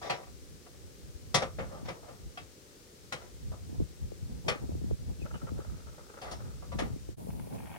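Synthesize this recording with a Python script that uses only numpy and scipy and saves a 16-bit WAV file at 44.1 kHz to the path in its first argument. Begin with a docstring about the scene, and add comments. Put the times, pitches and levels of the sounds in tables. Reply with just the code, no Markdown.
"""Sandwich press on a camping stove, close, in wind

A long-handled metal press is turned over, set down, opened and shut again, a little left of a two-port
microphone. Blows ring filtered noise and decaying modes; scrapes, hinge judder and a late rasp shape noise.
Wind rumbles as band-split noise, with falling thumps for eddies at the ports, over a soft outdoor hiss.
The level dips briefly near the end; then the hiss has another tint and the wind less bass."""
import sys
import numpy as np
from scipy import signal
from scipy.fft import rfft, irfft, next_fast_len
from scipy.io import wavfile
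from scipy.ndimage import uniform_filter1d

SR = 44100
rng = np.random.default_rng(int(sys.argv[2]) if len(sys.argv) > 2 else 0)


def dump(signal):
    """Clip the signal to [-1, 1] and save it as 16-bit WAV at the path in sys.argv[1]."""
    limited = np.clip(np.atleast_2d(signal).T, -1, 1)
    pcm = np.round(limited * 32767).astype(np.int16)
    wavfile.write(sys.argv[1], SR, pcm)


N = 343098
T = np.arange(N) / SR

# Levels in the tables are relative, ahead of the trims in the functions.
# the shut plates clap together: (time [s], peak level [dB], upper-mid colour [dB], treble colour [dB],
# contact time [s], ring level [dB], decay factor [ratio])
BLOWS = [(0.665, -54.5, -8, -21, 0.0055, -13, 0.36), (0.745, -61, -12, -25, 0.004, -8, 0.45),
         (1.345, -24, 2, -4.5, 0.0047, -8, 1.07), (3.519, -49.5, -18, -27, 0.0055, -19, 1.03),
         (6.624, -49, -14, -32, 0.0093, -9, 0.77), (6.720, -42, -7, -21, 0.012, -5, 0.7)]
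# what the press rings with: (frequency [Hz], level [dB], time to fall 60 dB [s])
PRESS_MODES = [(532, 2, .22), (562, -5, .2), (724, 1, .2), (803, -3, .2), (977, 0, .19), (1159, 0, .22),
               (1283, -7, .18), (1319, -3, .16), (1860, -5, .17), (1989, -5, .15), (2040, -6, .17),
               (2145, -7, .18), (2580, -11, .2), (2883, -9, .15), (3250, -9, .14), (3324, -5, .13),
               (3644, -4, .19), (3881, -11, .16), (4029, -6, .16), (4500, -8, .14), (4885, -11, .14),
               (4928, -9, .15), (5335, -11, .2), (5515, -7, .14), (5658, -6, .17), (6460, -14, .12),
               (6942, -11, .12), (8575, -23, .2)]
# the press knocks on the stove top: (time [s], peak level [dB], upper-mid colour [dB], treble colour [dB],
# contact time [s], ring level [dB], decay factor [ratio])
LANDINGS = [(1.422, -26, -1.5, -16, 0.0065, -5, 0.83), (1.587, -33, -3, -26, 0.0079, -9, 1.33),
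            (1.715, -44, -15, -22, 0.0097, -9, 2.7), (1.748, -45.5, -14, -22, 0.006, -4, 1.1),
            (1.885, -35.5, -1.5, -17, 0.0059, -9.5, 0.98), (2.085, -44, -9, -26, 0.0065, -5, 1.4),
            (6.788, -30, -0.5, -13.5, 0.011, -13, 1.11)]
# what press and stove top ring with together: (frequency [Hz], level [dB], time to fall 60 dB [s])
STOVE_MODES = [(468, -3, .17), (526, 3, .17), (600, -3, .17), (713, -4, .17), (785, -3, .16),
               (872, -7, .18), (1055, -10, .17), (1193, -5, .2), (1285, -9, .17), (1715, -11, .16),
               (1850, -8, .2), (2036, -10, .16), (2148, -8, .17), (2266, -9, .15), (3127, -12, .15),
               (3251, -9, .15), (3644, -11, .18), (5235, -7, .14), (5355, -7, .16), (5540, -13, .16),
               (5700, -10, .18)]
# the open lid hits its stop: (time [s], peak level [dB], upper-mid colour [dB], treble colour [dB],
# contact time [s], ring level [dB], decay factor [ratio])
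LID_STOPS = [(4.483, -24.5, -1.5, -9, 0.0044, -9, 1)]
# what the free lid rings with: (frequency [Hz], level [dB], time to fall 60 dB [s])
LID_MODES = [(404, -2, .15), (490, 3, .22), (626, 1, .18), (798, -1, .2), (872, -2, .15), (1150, -2, .21),
             (1435, -12, .26), (1546, -9, .3), (1810, -4, .22), (2003, -8, .26), (2085, -5, .22),
             (2495, -5, .22), (3044, -3, .15), (3195, -6, .15), (3303, -3, .13), (3570, -7, .13),
             (4235, -8, .19), (4444, -5, .15), (4860, -7, .15), (5338, -1, .11), (5421, -4, .12),
             (5644, -8, .13)]
# the loose hinge knocks as its slack is taken up: (time [s], peak level [dB], upper-mid colour [dB],
# treble colour [dB], contact time [s], ring level [dB], decay factor [ratio])
HINGE_KNOCKS = [(0.017, -35.5, -15, -15, 0.013, -4.5, 2.6), (0.098, -23, 1.5, -13.5, 0.013, -5, 0.96),
                (0.232, -43.5, 0, -31, 0.003, -2, 0.6), (0.27, -48.5, -6, -28, 0.003, -6, 0.87),
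                (6.216, -42, 1, -5.5, 0.015, -7, 1.9), (6.313, -37.5, -11, -5, 0.013, -9.5, 1.06)]
# what the hinge end rings with: (frequency [Hz], level [dB], time to fall 60 dB [s])
HINGE_MODES = [(548, 1, .16), (723, 5, .16), (795, 2, .17), (978, -2, .22), (1158, -1, .14),
               (1279, -6, .15), (1832, -5, .14), (2584, -10, .16), (3262, -5, .17), (4380, -4, .13),
               (4521, -8, .12), (4720, -7, .12), (4920, -9, .13), (5146, -8, .12), (5356, -8, .32),
               (5722, -10, .14), (9447, -13, .13)]
# the handles click as they part: (time [s], peak level [dB], upper-mid colour [dB], treble colour [dB],
# contact time [s], ring level [dB], decay factor [ratio])
CLICKS = [(3.124, -33, 0, -5.5, 0.0042, -7, 0.99), (3.215, -52, -13, -16, .008, -14, 0.97)]
# what the handles ring with: (frequency [Hz], level [dB], time to fall 60 dB [s])
HANDLE_MODES = [(503, -4, .25), (560, -2, .2), (721, -5, .18), (807, -4, .16), (1060, -3, .15),
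                (1412, 7, .11), (1948, -4, .12), (2201, -2, .11), (2340, -5, .08), (3147, -7, .15),
                (3696, -8, .13), (3902, -8, .12), (4059, -6, .11), (4198, -8, .12), (6029, -12, .12),
                (7370, -15, .13), (8419, -15, .1)]
# the clasp is flipped off the handles: (time [s], peak level [dB], upper-mid colour [dB],
# treble colour [dB], contact time [s], ring level [dB], decay factor [ratio])
CLASP_FLIPS = [(2.375, -39, -2, -11, 0.0032, -1, 1)]
# what the clasp rings with: (frequency [Hz], level [dB], time to fall 60 dB [s])
CLASP_MODES = [(592, -5, .15), (723, 3, .12), (812, -3, .14), (1150, 1, .12), (1427, 3, .07),
               (1841, -9, .12), (2038, -6, .11), (2627, -9, .16), (3064, -3, .1), (3278, -7, .13),
               (3850, -13, .2), (4774, -11, .16), (5259, -6, .13)]
# the crowd of short resonances between those modes: (frequency [Hz], density [dB per Hz],
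# time to fall 60 dB [s])
CLATTER = [(66, -12, 0.29), (137, 6, 0.24), (296, -3, 0.18), (399.5, -1.5, 0.25), (546, 2.5, 0.24),
           (1090, -10, 0.28), (1260, -4, 0.29), (1560, -7, 0.21), (2290, -5.5, 0.18), (3970, -10.5, 0.17),
           (4700, -11, 0.13), (5840, -11, 0.12), (6370, -12.5, 0.16), (6850, -12, 0.11), (8500, -21, 0.16),
           (9970, -15.5, 0.12), (10700, -55, 0.069), (13600, -28, 0.082)]
# strokes of metal sliding on metal: (start [s], length [s], level [dB], treble [dB])
SCRAPES = [(0.016, 0.13, -40, 0), (0.166, 0.037, -46, -18), (1.687, 0.11, -52, -20),
           (1.844, 0.046, -46.5, -2), (1.932, 0.048, -53, -22), (2.018, 0.078, -51, -15),
           (3.167, 0.097, -55.5, -1), (6.208, 0.13, -43.5, -12)]
# colour of the sliding contact: (frequency [Hz], level [dB])
SCRAPE_COLOUR = [(200, -9), (400, 7), (560, 10), (760, 8), (950, 3), (1250, -6), (2000, 1), (3500, -17),
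                 (5500, -29), (8000, -37), (15000, -37)]
# the hinge catches and slips while the lid is held open: (time [s], peak level [dB])
HINGE_SLIPS = [(5.262, -50.5), (5.314, -52), (5.352, -46.5), (5.425, -49.5), (5.479, -47.5), (5.583, -51.5),
               (5.611, -52.5), (5.654, -52.5), (5.705, -56), (5.755, -58), (5.8, -58), (5.875, -51.5),
               (5.936, -56), (5.99, -52.5), (6.048, -61), (6.108, -53), (6.147, -55), (6.183, -50.5),
               (6.25, -50), (6.29, -48), (6.409, -52.5), (6.455, -55), (6.495, -57.5), (6.582, -64)]
# colour of the hinge judder: (frequency [Hz], level [dB])
JUDDER_COLOUR = [(200, -26), (380, 3.5), (550, 9.5), (720, -3), (880, 4), (1050, -5.5), (1300, 8),
                 (1520, 0), (1800, -9), (3000, -16), (6000, -45)]
# faint squeaks: (time [s], length [s], middle pitch [Hz], rms level [dB])
SQUEAKS = [(5.187, .07, 2580, -57), (5.315, .08, 2900, -56.5)]
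# colour of the rasp: (frequency [Hz], level [dB])
SWELL_COLOUR = [(300, -7), (550, 6.5), (880, 14), (1250, -1), (1600, 6), (1780, -4), (1865, 7), (1960, -7),
                (2200, 6), (2500, 3), (2800, -3.5), (3300, -5), (4200, -28), (7000, -38)]
# small ticks within the rasp: (time [s], peak level [dB])
TICKS = [(7.304, -47.5), (7.397, -50), (7.42, -53), (7.524, -53), (7.551, -55), (7.582, -45.5),
         (7.603, -49), (7.624, -51), (7.67, -46), (7.708, -51), (7.73, -51)]
# the strongest eddies that hit the ports: (time [s], peak level [dB], starting pitch [Hz])
BUFFETS = [(1.829, -31, 400), (3.694, -33.5, 450), (3.727, -30, 380), (3.763, -38, 430), (3.796, -31, 395),
           (3.802, -17, 430), (3.813, -26, 555), (3.821, -23, 270), (4.119, -26.5, 600), (4.224, -37, 258),
           (4.464, -27, 400), (4.557, -28, 450), (4.638, -26.5, 443), (4.692, -24, 444),
           (4.718, -30.5, 670), (4.751, -24.5, 470), (4.815, -29, 484), (4.842, -23.5, 390),
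           (4.911, -18, 586), (5.114, -31, 447), (5.196, -34, 345), (5.218, -29, 540), (5.348, -32, 407),
           (5.43, -29, 320), (5.518, -24, 400), (5.59, -22.5, 535), (6.756, -24, 290), (6.821, -17, 463),
           (6.861, -32, 260), (6.903, -26.5, 275), (6.961, -27, 414), (7.089, -26, 501), (7.182, -35, 590),
           (7.247, -31.5, 320), (7.27, -28, 623), (7.288, -27, 280), (7.471, -31, 646), (7.531, -28, 340)]
# strength of the breeze at the ports: (time [s], rms level [dB])
WIND = [(0.0, -57), (0.6, -57.5), (1.0, -58), (1.3, -53.5), (1.6, -45), (2.101, -56), (2.26, -43),
        (2.46, -63), (2.8, -71), (3.2, -52.5), (3.45, -46.5), (4.0, -48.5), (4.5, -43.5), (5.0, -43.5),
        (5.55, -43), (6.1, -52.5), (6.45, -50), (6.6, -47), (6.9, -41), (7.2, -47), (7.78, -42.5)]
# short gusts on top of it: (middle [s], width at half height [s], rms level [dB], sharpness [dB per octave])
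GUSTS = [(0.347, 0.13, -49, -1), (1.161, 0.022, -40, -4.5), (1.75, 0.029, -53, -3),
         (1.854, 0.065, -42, 2.5), (3.48, 0.12, -36.5, 0.5), (3.735, 0.073, -45, 6),
         (3.819, 0.061, -30, -1), (4.242, 0.046, -33, -7), (4.339, 0.09, -38.5, 2.5),
         (4.493, 0.067, -39.5, 7), (4.643, 0.048, -37.5, 4), (4.693, 0.017, -45, 4),
         (4.747, 0.093, -35.5, 3), (4.855, 0.087, -37, 1.5), (4.931, 0.042, -30, 0.5),
         (5.02, 0.053, -40, 1), (5.095, 0.05, -35, 1.5), (5.239, 0.044, -37, 3.5), (5.351, 0.052, -38, 2),
         (5.449, 0.035, -40.5, 6), (5.546, 0.1, -34.5, 2.5), (5.684, 0.04, -32, -19),
         (6.336, 0.12, -44, -2), (6.435, 0.11, -46, 5.5), (6.771, 0.052, -34.5, 3),
         (6.846, 0.059, -39.5, 7), (6.931, 0.041, -33, 1.5), (7.1, 0.043, -43, -6),
         (7.255, 0.11, -44.5, 2.5), (7.363, 0.021, -42, 1.5), (7.45, 0.056, -42, 2),
         (7.553, 0.082, -46.5, 4)]
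# colour of the wind: (frequency [Hz], level [dB])
WIND_COLOUR = [(25, -27), (40, -6.5), (60, 6.5), (90, 2.5), (140, -3), (220, -10.5), (350, -26), (550, -33),
               (900, -38.5)]
# outdoor hiss: (frequency [Hz], mid density [dB per Hz], side density [dB per Hz])
AIR = [(63, -82.5, -82), (112, -86, -92), (164, -85, -90), (236, -87, -100), (355, -84.5, -99),
       (502, -87, -88.5), (670, -100, -99), (1040, -104, -101), (1200, -102, -100), (2940, -103, -104),
       (5800, -101, -101), (8400, -104, -104), (10030, -106, -106), (10600, -110, -112)]
# tint of the hiss after the brief dip: (frequency [Hz], level [dB])
LATE_TINT = [(250, -4), (400, -15), (700, -7), (1200, -3.5), (2800, -1.5), (5500, -4.5), (8000, -2),
             (10000, 6.5), (14000, 5)]
# balance of the ports for all but the wind: (frequency [Hz], left minus right [dB])
PORT_BALANCE = [(100, 2), (700, 1), (1300, 2.5), (2400, 1.5), (4400, 5.5), (8000, 3.5), (12000, -0.5)]

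SWELL_START_S, SWELL_DB, SWELL_RISE_DB_PER_S = 7.21, -74.5, 46.5
DIP_S, TOP_HZ = 7.162, 15800


def undb(db):
    """Decibels to gain."""
    return 10 ** (np.asarray(db) / 20)


def unit(x):
    """Scale to rms 1."""
    return x / np.sqrt(np.mean(x ** 2))


def at_hz(hz, table, axis=1):
    """Read a column of a spectrum table on a log-frequency axis."""
    table = np.array(table, float)
    return np.interp(np.log(np.maximum(hz, 1)), np.log(table[:, 0]), table[:, axis])


def at_time(t, table, axis=1):
    """Read a column of a control curve."""
    table = np.array(table, float)
    return np.interp(t, table[:, 0], table[:, axis])


def colour(x, table, axis=1):
    """Filter by a table of frequencies and levels."""
    n = x.shape[-1]
    size = next_fast_len(n + 2048)
    gain = undb(at_hz(np.fft.rfftfreq(size, 1 / SR), table, axis))
    return irfft(rfft(x, size) * gain, size)[..., :n]


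def bands(x, centres):
    """Split into overlapping bands that sum to the whole."""
    n = x.shape[-1]
    size = next_fast_len(n)
    spectrum = rfft(x, size)
    pitch = np.log(np.fft.rfftfreq(size, 1 / SR) + 1)
    weights = [np.interp(pitch, np.log(centres), row) for row in np.eye(len(centres))]
    return [irfft(spectrum * weight, size)[..., :n] for weight in weights]


def noise(n, likeness=0):
    """Two channels of white noise with a given correlation."""
    mid, side = rng.standard_normal((2, n))
    c = np.clip(likeness, -1, 1)
    return np.sqrt((1 + c) / 2) * mid + np.sqrt((1 - c) / 2) * np.array([side, -side])


def walk(rate, n=N):
    """Random levels held 1 / rate s and smoothed; spread near 1."""
    k = max(int(SR / rate), 1)
    steps = np.repeat(rng.standard_normal(n // k + 2), k)
    return unit(uniform_filter1d(uniform_filter1d(steps, k), k))[:n]


def add(out, start_s, sound):
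    """Mix a sound in at a given time."""
    i = max(int(start_s * SR), 0)
    out[:, i:i + sound.shape[1]] += sound[:, :N - i]


def peak_level(x, lo_hz, hi_hz):
    """Highest short-term level within a band."""
    band = signal.sosfilt(signal.butter(2, [lo_hz, hi_hz], "band", fs=SR, output="sos"), x)
    return np.sqrt(uniform_filter1d(np.mean(band ** 2, 0), SR // 60).max())


def clack(mode_table, contact_s, ring_db, decay):
    """The loose parts chatter for a moment, then ring out; the stove below answers late with a thud."""
    rise_s, low_rise_s, ring_rise_s = 0.0025, 0.012, 0.0011
    t = np.arange(SR // 3) / SR
    free = np.maximum(t - contact_s, 0) / decay
    # every blow lands elsewhere and favours other groups of short resonances
    spot = np.column_stack([np.geomspace(400, 15000, 44), 1.6 * rng.standard_normal(44)])
    hz, _, t60 = np.transpose(CLATTER)
    crowd = bands(unit(colour(colour(noise(len(t), 0.4), CLATTER), spot)), hz)
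    body = 0
    for band, f, d in zip(crowd, hz, t60):
        onset = 1 - np.exp(-t / (low_rise_s if f < 400 else rise_s))
        body = body + band * np.exp(-np.log(1000) * free / d) * onset
    # the long modes keep their pitch, but reach the two ports in differing phases
    hz, db, t60 = np.transpose(mode_table)[:, :, None]
    share = undb(db + rng.standard_normal(db.shape))
    modes = share * np.exp(2j * np.pi * hz * t - np.log(1000) * free / t60)
    phase = 2 * np.pi * rng.random(len(hz)) + 0.92 * rng.standard_normal((2, len(hz)))
    ring = (np.exp(1j * phase) @ modes).imag
    return body + undb(ring_db) * ring * (1 - np.exp(-t / ring_rise_s))


def blows(table, mode_table, gain_db, upper_db, treble_db, pan_db, thud_db=0.0):
    """Each blow has its own force and hardness: harder contact is brighter."""
    out = np.zeros((2, N))
    pan = np.array([[pan_db], [-pan_db]]) / 2  # pan_db is left minus right
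    for s, db, upper, treble, contact_s, ring_db, decay in table:
        hardness = [(280, thud_db), (420, 0), (1200, 0.0031), (2300, upper + upper_db), (5500, treble + treble_db)]
        hit = colour(clack(mode_table, contact_s, ring_db, decay), hardness)
        level = undb(db + gain_db + pan)
        add(out, s - 0.002, hit / peak_level(hit, 275, 1940) * level)
    return out


def plates():
    """The shut plates clap together and ring with the modes of the press."""
    return blows(BLOWS, PRESS_MODES, gain_db=0, upper_db=0.0, treble_db=7.0, pan_db=-0.5, thud_db=1)


def landings():
    """The press knocks on the stove top and the two ring together."""
    return blows(LANDINGS, STOVE_MODES, gain_db=-3.0, upper_db=-0.5, treble_db=7.5, pan_db=0.0, thud_db=3)


def lid_stop():
    """The open lid hits its stop and rings freely."""
    return blows(LID_STOPS, LID_MODES, gain_db=-4.5, upper_db=4.5, treble_db=6.5, pan_db=1.3, thud_db=-4.5)


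def hinge_knocks():
    """The loose hinge knocks as its slack is taken up."""
    return blows(HINGE_KNOCKS, HINGE_MODES, gain_db=-7.0, upper_db=4.0, treble_db=7.0, pan_db=-0.5)


def handle_clicks():
    """The long handles click and ring as they part."""
    return blows(CLICKS, HANDLE_MODES, gain_db=-3.0, upper_db=2.0, treble_db=6.5, pan_db=0.5)


def clasp_flip():
    """The clasp rings as it is flipped off the handles."""
    return blows(CLASP_FLIPS, CLASP_MODES, gain_db=-2.0, upper_db=7.0, treble_db=7.5, pan_db=-0.5)


def resonate(force, width_hz=28):
    """Drive the modes of the press, damped by the contact."""
    t = np.arange(SR // 8) / SR
    hz, db, _ = np.transpose(PRESS_MODES)[:, :, None]
    modes = undb(db) * np.exp((2j * hz - width_hz) * np.pi * t)
    response = (np.exp(2j * np.pi * rng.random((2, len(hz)))) @ modes).imag
    return unit(signal.fftconvolve(force, response, axes=1)[:, :force.shape[1]])


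def scrapes(gain_db=-1, ring_db=-3, treble_db=2, rough_db=1.5, attack_s=0.015, release_s=0.029):
    """Uneven stick-slip contact shakes the plates as they slide; each stroke builds, holds and dies away."""
    out = np.zeros((2, N))
    t = np.arange(SR // 3) / SR
    for s, length, db, treble in SCRAPES:
        force = noise(len(t), 0.22) * undb(rough_db * walk(136.0, len(t)))
        rub = unit(colour(force, SCRAPE_COLOUR)) + undb(ring_db) * resonate(force)
        low, high = bands(unit(rub), [1300, 2400])
        pressure = np.minimum(t / attack_s, 1) * np.exp(-np.maximum(t - length, 0) / release_s)
        stroke = low + high * undb(min(treble + treble_db, 0))
        add(out, s, stroke * pressure * undb(db + gain_db))
    return out


def judders(gain_db=0.5, rub_db=-65, rough_db=3.0, fade_s=0.049, rise_s=0.016):
    """The hinge rubs all the while and slips at an uneven rate; each slip is a short, dull, grainy surge."""
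    t = np.arange(SR // 8) / SR
    surge = (t / rise_s * np.exp(1 - t / rise_s)) ** 2
    surges = np.zeros((1, N))
    for s, db in HINGE_SLIPS:
        add(surges, s - rise_s, undb(db + gain_db) * surge[None])
    inside_s = np.minimum(T - HINGE_SLIPS[0][0], HINGE_SLIPS[-1][0] - T)  # negative outside the slips
    rub = undb(rub_db) * np.clip(1 + inside_s / fade_s, 0, 1)
    grain = unit(colour(noise(N, 0.35) * undb(rough_db * walk(260)), JUDDER_COLOUR))
    return np.hypot(surges, rub) * grain


def squeaks(width_hz=130, sag_hz_per_s=5500):
    """Faint, hoarse squeaks of a few hundredths of a second: falling tones with a noisy strength."""
    out = np.zeros((2, N))
    lowpass = signal.butter(2, width_hz, fs=SR, output="sos")
    for s, length, hz, db in SQUEAKS:
        n = int(length * SR)
        pitch = hz - sag_hz_per_s * (T[:n] - length / 2)
        waver = unit(signal.sosfilt(lowpass, noise(n, 0.47)))
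        tone = np.sin(2 * np.pi * np.cumsum(pitch) / SR)
        add(out, s, unit(waver * tone) * np.hanning(n) * undb(db))
    return out


def slips(start_s, end_s, per_s, jitter, rise_s, scatter_db, count=64):
    """Strength of a stick-slip contact: a train of short surges, uneven in pace and size."""
    wait, size = rng.standard_normal((count, 2)).T
    times = start_s + np.cumsum(np.exp(jitter * wait)) / per_s
    t = np.arange(SR // 8) / SR
    surge = t / rise_s * np.exp(1 - t / rise_s)
    out = np.zeros((1, N))
    for s, db in zip(times[times < end_s], scatter_db * size):
        add(out, s, undb(db) * surge[None])
    return out


def swell(rough_db=2.0, pulse_db=4, rub_db=-4, pulses_per_s=85, fade_s=0.022, tick_decay_s=0.0063):
    """A rasp of rapid little catches that grows louder, with a few small ticks in it."""
    age = np.maximum(T - SWELL_START_S, 0)
    catches = slips(SWELL_START_S, T[-1], pulses_per_s, jitter=0.345, rise_s=0.0012, scatter_db=-0.5)
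    growth = undb(SWELL_DB + SWELL_RISE_DB_PER_S * age) * np.minimum(age / fade_s, 1)
    rub = growth * np.hypot(undb(pulse_db) * catches, undb(rub_db))
    ticks = np.zeros((1, N))
    t = np.arange(SR // 20) / SR
    for s, db in TICKS:
        add(ticks, s, undb(db) * np.exp(-t / tick_decay_s)[None])
    grain = unit(colour(noise(N, 0.12) * undb(rough_db * walk(420)), SWELL_COLOUR))
    return np.hypot(rub, ticks) * grain


def eddy(hz, glide_s=0.0092, cycles=2.73, rise_s=0.00092, right_db=-4.0, skew=0.65):
    """An eddy is a thump of a few cycles that sags in pitch, nearly opposite in the two ports."""
    t = np.arange(SR // 12) / SR
    phase = 2 * np.pi * hz * glide_s * np.log1p(t / glide_s)
    size = np.exp(-t * hz / cycles) * (1 - np.exp(-t / rise_s))
    return size * np.array([np.sin(phase), -undb(right_db) * np.sin(phase + skew)])


def buffets(scatter_db=4, pitch_hz=400, count=230):
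    """A few big eddies hit the ports, and many small ones that grow with the breeze."""
    out = np.zeros((2, N))
    for s, db, hz in BUFFETS:
        add(out, s, undb(db) * eddy(hz))
    for when, size, pitch, sign in rng.random((count, 4)):
        s = when * N / SR
        hz = pitch_hz * 2 ** (1.5 * (pitch - .5))
        level_db = at_time(s, WIND) + scatter_db * (2 * size - 12)  # 40 to 48 dB below the breeze
        add(out, s, np.sign(sign - .5) * undb(level_db) * eddy(hz))
    return out


def wind(likeness=-0.53, flicker_db=3, surge_db=4.5, surges_per_s=18, late_db=6, late_bass_db=-5.0):
    """Turbulence pushes the ports mostly in opposite ways: a light breeze, and gusts of which some reach higher."""
    breeze = undb(at_time(T, WIND) + surge_db * walk(surges_per_s))
    late = T > DIP_S  # after the dip the wind has less bass and more above it
    tilt = np.minimum(flicker_db * walk(55) / 2, 2) + late_db * late  # dB per octave
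    rumble = unit(colour(noise(N, likeness), WIND_COLOUR + [(1600, -63)]))
    out = 0
    for octave, band in enumerate(bands(rumble, [70, 140, 280, 560])):
        gusts = np.zeros((1, N))
        for s, length, db, sharpness in GUSTS:
            add(gusts, s - length, undb(db + octave * sharpness) * np.hanning(int(2 * length * SR))[None])
        out = out + band * np.hypot(breeze, gusts) * undb(octave * tilt + late_bass_db * late)
    return out


def air():
    """Steady outdoor hiss with a soft, low rush from straight ahead; its tint is different after the dip."""
    mid, side = rng.standard_normal((2, N)) * np.sqrt(SR / 2)  # so that the table reads in dB per Hz
    hiss = colour(mid, AIR) + np.array([[1], [-1]]) * colour(side, AIR, axis=2)
    hiss = signal.sosfilt(signal.butter(2, 45, "high", fs=SR, output="sos"), hiss)
    dip = int(DIP_S * SR)
    return np.hstack([hiss[:, :dip], colour(hiss[:, dip:], LATE_TINT)])


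def scene():
    """The press and the air around it as the two ports hear them, with the wind on top."""
    knocks = plates() + landings() + lid_stop() + hinge_knocks() + handle_clicks() + clasp_flip()
    press = knocks + scrapes() + judders() + squeaks()
    # the press stands to the left, so it reaches the right port 0.2 ms later
    press = np.array([press[0], np.pad(press[1], (9, 0))[:N]])
    sound = press + swell() + air()
    left = colour(sound[0], [(hz, db / 2) for hz, db in PORT_BALANCE])
    right = colour(sound[1], [(hz, -db / 2) for hz, db in PORT_BALANCE])
    return np.array([left, right]) + buffets() + wind()


def record(dry):
    """The level dips briefly once, and the top is cut."""
    dip = np.interp(T - DIP_S, [-.042, -.003, .003, .024], [1, .05, .05, 1])
    top_cut = signal.ellip(8, .2, 70, TOP_HZ, fs=SR, output="sos")
    return signal.sosfilt(top_cut, dry * dip)


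dry = scene()
out = record(dry)
dump(out)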